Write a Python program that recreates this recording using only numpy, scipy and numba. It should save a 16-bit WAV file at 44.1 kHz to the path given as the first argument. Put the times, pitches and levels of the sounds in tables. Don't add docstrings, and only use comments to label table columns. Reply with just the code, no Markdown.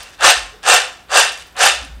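import sys
import numpy as np
from scipy import signal
from scipy.fft import rfft, irfft
from scipy.io import wavfile
from scipy.ndimage import uniform_filter1d
from numba import njit

SR = 44100
rng = np.random.default_rng(int(sys.argv[2]) if len(sys.argv) > 2 else 0)


def ratio_of_db(decibels):
    return 10 ** (np.asarray(decibels, float) / 20)


def unload_wav(signal):
    wavfile.write(
        sys.argv[1],
        SR,
        np.round(np.clip(np.atleast_2d(signal).T, -1, 1) * 32767).astype(np.int16),
    )


N = 88200
LEAD_S = 0.4
BIGGEST = 0.01

# low and high edge in Hz, delay of the
# fall's end in s, settling factor, ring in cycles, size scatter in dB, level in dB.
CONTACTS = [(375.4, 1698, -0.016, 1.04, 6.85, 3, 5), (1301.6, 4800, 0.0066, 0.91, 8.5, -1, -2.5),
            (4570, 10000, 0.0032, 1.16, 18, 2.5, -1), (10000, 15500, 0.0099, 1.56, 2.8, 11, 4)]


def band(x, lo_hz, hi_hz):
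    return signal.sosfilt(
        signal.butter(2, [lo_hz, min(hi_hz, 0.45 * SR)], "band", fs=SR, output="sos"), x)


def unit(x):
    return x / np.sqrt(np.mean(x ** 2))


def colour_db(spectrum, hz):
    table_hz, table_db = np.array(spectrum).T
    return np.interp(np.log(hz), np.log(table_hz), table_db)


def sizes(rank, scatter_db):
    return unit(ratio_of_db(-scatter_db * np.log(np.maximum(rank, BIGGEST))))


def fall(t, shift, settle, low=0, high=0, ring=0):
    # first landing in s, build-up in s, full fall in s, level in dB, settling in dB per s.
    tosses = [
        (-.26, 0.032, 0.058, -17.5, 93),
        (0.201, 0.046, 0.051, -3.5, 230),
        (0.626, 0.066, 0.058, -6, 209),
        (1.092, 0.063, 0.039, -6.5, 162.5),
        (1.563, 0.054, 0.054, -7, 188),
    ]
    # thud level in dB, thud settling factor,
    # thud lead in s, brightness in dB, low ring in dB.
    thuds = [
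        (-0.5, 1.02, .01, 4, -1),
        (-1.5, 1.14, 0.017, -1.5, 0.5),
        (-1, 0.86, 0.0059, 0., 1.5),
        (0.5, 1.2, 0.011, 0.5, 1),
        (-2.5, 0.97, 0.017, 0., 3.5),
    ]
    first_db, rise_bend, middle_lead = -43, 0.54, 0.82
    lead_share = 1 if low else 0 if high else middle_lead
    out = 0
    for (start, rise, hold, db, slope), (thud_db, factor, lead, bright_db, ring_db) in zip(tosses, thuds):
        early = lead * lead_share
        first = start - early
        up = np.clip((t - first) / (rise + early + max(shift, -0.03) / 2), 0, 1) ** rise_bend
        settling_s = np.clip(t - start - rise - hold - shift, 0, None)
        down = slope * settle * factor ** low * settling_s
        level_db = db + low * thud_db + high * bright_db + ring * ring_db
        out = out + (t > first) * ratio_of_db(level_db + first_db * (1 - up) - down)
    return out


@njit
def grains(at, hz, decay, size, phase, n, sr):
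    out = np.zeros(n)
    for j in range(len(at)):
        p = np.exp(2j * np.pi * hz[j] / sr - decay[j])
        z = size[j] * np.exp(1j * phase[j])
        for i in range(at[j], min(n, at[j] + int(6 / decay[j]))):
            out[i] += z.imag
            z *= p
    return out


def clacks(n):
    # frequency in Hz, density in dB per Hz.
    clack_colour = [(180, -55), (300, -28.5), (707, -4.5), (834, -9.5), (1720, -4), (2000, -7),
                    (2690, -3.5), (8540, -13.5), (15500, -25.5)]
    top_steeper = 1.85
    place, rank = rng.random((7000, 2)).T
    at = (place * n).astype(np.int64)
    out = 0
    for lo_hz, hi_hz, shift, settle, cycles, scatter_db, db in CONTACTS:
        pitch, turn = rng.random((len(at), 2)).T
        hz = lo_hz * (hi_hz / lo_hz) ** pitch
        decay = hz / SR / cycles
        evenness = np.sqrt(hz * decay * np.log(hi_hz / lo_hz))
        size = sizes(rank, scatter_db) * ratio_of_db(db + colour_db(clack_colour, hz)) * evenness
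        rain = fall(place * n / SR - LEAD_S, shift, settle, low=int(lo_hz < 1000), high=int(lo_hz > 3000))
        if lo_hz > 8000:
            rain = rain ** top_steeper
        out = out + grains(at, hz, decay, size * rain, 2 * np.pi * turn, n, 1. * SR)
    return out


def plate(n):
    # mode frequency in Hz, level in dB, t60 in s.
    modes = [(453, -17, 0.068), (510.3, -8, 0.04), (729, -5, 0.1), (792.4, -4.5, 0.045), (1208, -5, 0.03),
             (1357, -2, 0.02), (1682, -13, 0.034), (1788, -0.6, 0.042), (2693, -0.5, 0.038),
             (2908, -2.5, 0.03), (3565, -3.5, 0.051), (6102, -5.5, 0.017), (7195, -1.5, 0.014),
             (8314, -1.5, 0.016)]
    scatter_db = 3
    high_mode_settle = 1.57
    place, rank = rng.random((5000, 2)).T
    at = (place * n).astype(np.int64)
    big = sizes(rank, scatter_db)
    tops_hz = [contact[1] for contact in CONTACTS]
    out = 0
    for hz, db, t60 in modes:
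        k = int(np.clip(np.searchsorted(tops_hz, hz), 0, len(CONTACTS) - 1))
        shift, settle = CONTACTS[k][2:4]
        high = int(k > 1)
        rain = fall(at / SR - LEAD_S, shift, settle * high_mode_settle ** high,
                    low=int(k == 0), high=high, ring=int(hz < 900))
        hits = np.zeros(n)
        np.add.at(hits, at, big * rng.uniform(-1.02, 1, len(at)) * rain)
        decay = np.log(1000) / (max(t60, 0.01) * SR)
        r, w = np.exp(-decay), 2 * np.pi * hz / SR
        ringing = signal.lfilter([1], [1, -2 * r * np.cos(w), r * r], hits)
        out = out + ratio_of_db(db) * np.sqrt(decay) * np.sin(w) * ringing
    return out


def tick(t60):
    t = np.arange(int(t60 * SR)) / SR
    return rng.standard_normal(len(t)) * ratio_of_db(-60 * t / t60)


def bounces(n):
    level_db, scatter_db, settle, t60, centre_hz = -2, 1, 0.67, 0.012, 3240
    place, rank = rng.random((330, 2)).T
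    strength = sizes(np.maximum(rank, 8 * BIGGEST), scatter_db) * fall(place * n / SR - LEAD_S, 0., settle)
    hits = np.zeros((4, n))
    np.add.at(hits, (np.arange(len(place)) % 4, (place * n).astype(np.int64)), strength)
    out = sum(signal.fftconvolve(h, tick(t60))[:n] for h in hits)
    out = band(out, centre_hz / 4, centre_hz * 3)
    return ratio_of_db(level_db) * band(out, centre_hz / 8, centre_hz * 3)


def strays(n):
    # time in s, peak in dB, low and high edge in Hz.
    lone_nuts = [(0.012, -40, 2470, 9000), (.0303, -28, 6140, 15500), (.0972, -37, 800, 11000),
                 (0.1494, -43, 800, 11900), (.2089, -15.5, 1550, 10000), (0.6307, -23, 900, 9900),
                 (.6386, -25, 900, 9000), (0.66, -25, 910, 10000), (.6734, -25, 900, 12960),
                 (0.688, -1, 900, 11000), (0.884, -37, 6050, 15500), (1.0934, -49, 890, 10000),
                 (1.1159, -20, 893, 10000), (1.1423, -16, 895, 11000), (1.3218, -28.5, 5000, 15000),
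                 (1.376, -22.5, 600, 9500), (1.397, -25, 1500, 9000), (1.557, -33, 500, 2500),
                 (.1945, -30, 400, 2000), (1.389, -34, 7100, 15400), (1.422, -26, 1000, 11700),
                 (1.4345, -56, 11000, 15500), (1.4701, -38, 10000, 15700), (1.523, -48, 11000, 15630),
                 (1.5748, -25, 906, 10000), (1.5924, -11, 900, 11000), (1.745, -33, 9000, 15500),
                 (1.566, -24, 2490, 10000), (1.25, -16, 5000, 11000), (1.85, -32, 6060, 10500)]
    out = np.zeros(n + 2000)
    for s, db, lo_hz, hi_hz in lone_nuts:
        crack = band(band(tick(0.011), lo_hz, hi_hz), lo_hz, hi_hz)
        at = int((s + LEAD_S) * SR)
        out[at:at + len(crack)] += ratio_of_db(db) * crack / np.max(np.abs(crack))
    return out[:n]


def room(x):
    # low and high edge in Hz, t60 in s, level in dB.
    tail_bands = [(106, 1300, 0.48, -9.5), (1270, 7000, 0.48, -12.5), (5000, 9000, 0.37, -12),
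                  (9000, 48000, 0.083, -5)]
    t = np.arange(int(SR * LEAD_S * 2)) / SR
    tail = 0
    for lo_hz, hi_hz, t60, db in tail_bands:
        part = rng.standard_normal(len(t)) * ratio_of_db(-60 * t / t60) * np.clip(t / 0.0027, 0, 1)
        tail = tail + ratio_of_db(db) * band(part / np.sqrt(np.sum(part ** 2)), lo_hz, hi_hz)
    return x + signal.fftconvolve(x, tail)[:len(x)]


def table(t):
    # time in s, level in dB, pitch in Hz.
    rumble = [(0., -47, 57.3), (.15, -66, 49.8), (.26, -40.5, 50.1), (0.344, -60, 63.4), (.375, -38, 62),
              (.42, -40, 46.4), (.48, -43.5, 46), (.64, -58, 48), (.73, -53.5, 56.5), (1.0, -56, 56.2),
              (1.24, -55, 60.8), (1.55, -53.5, 59.4), (1.68, -63, 60.8), (1.73, -45, 59.9),
              (1.82, -33, 61.5), (1.865, -45, 57), (1.94, -32, 56.2), (2., -38, 54.7)]
    # start in s, level in dB, pitch in Hz, length in s.
    knocks = [
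        (0.61, -56, 270, 0.06),
        (1.81, -40.5, 264.5, 0.074),
        (1.87, -46, 165, 0.058),
        (1.96, -44, 200, 0.041),
        (.365, -44, 260, 0.032),
        (0.6, -57, 150, 0.12),
        (0.49, -48, 430, 0.15),
    ]
    noise_db, steady_db = -10.5, -59
    s, db, hz = np.array(rumble).T
    hum = np.sqrt(2) * np.sin(2 * np.pi * np.cumsum(np.interp(t, s, hz)) / SR)
    noise = unit(band(rng.standard_normal(N), 27.8, 82))
    swell = ratio_of_db(uniform_filter1d(np.interp(t, s, db), size=900))
    out = (hum + ratio_of_db(noise_db) * noise) * swell
    out = out + ratio_of_db(steady_db) * noise[::-1]
    for s, db, hz, length in knocks:
        knock = unit(band(rng.standard_normal(N), hz * 0.9, hz * 1.1))
        out = out + ratio_of_db(db) * knock * np.sin(np.pi * np.clip((t - s) / length, 0, 1)) ** 2
    return out


def floor():
    # frequency in Hz, density in dB per Hz.
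    air_colour = [(53, -27), (90, -3), (148, -2), (561, -7.5), (1450, -8), (3210, -15), (3500, -13),
                  (4430, -24), (15500, -26)]
    hz = np.maximum(np.fft.rfftfreq(N, 1 / SR), 1)
    air = irfft(rfft(rng.standard_normal(N)) * ratio_of_db(colour_db(air_colour, hz)), N)
    return ratio_of_db(-50) * unit(air)


def scene():
    clack_db, plate_db = -3, -5.5
    skin_top_hz, plate_low_hz = 11000, 376
    lead = int(LEAD_S * SR)
    n, t = N + lead, np.arange(N) / SR
    strength = np.sqrt(np.mean(fall(np.arange(n) / SR - LEAD_S, 0., 1.) ** 2))
    heap = strength * (ratio_of_db(clack_db) * unit(clacks(n)) + ratio_of_db(plate_db) * unit(plate(n))) + bounces(n)
    heap = signal.sosfilt(signal.butter(2, skin_top_hz, "low", fs=SR, output="sos"), heap)
    nuts = signal.sosfilt(signal.butter(6, plate_low_hz, "high", fs=SR, output="sos"), heap + strays(n))
    return (room(nuts)[lead:] + table(t) + floor())[None]


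def low_pass(x):
    return signal.sosfilt(signal.butter(12, 15610, fs=SR, output="sos"), x)


def record(dry):
    drive_db, ceiling = -0.5, 0.96
    mix = np.clip(dry * ratio_of_db(drive_db), -ceiling, ceiling)
    return low_pass(mix)


dry = scene()
out = record(dry)
unload_wav(out)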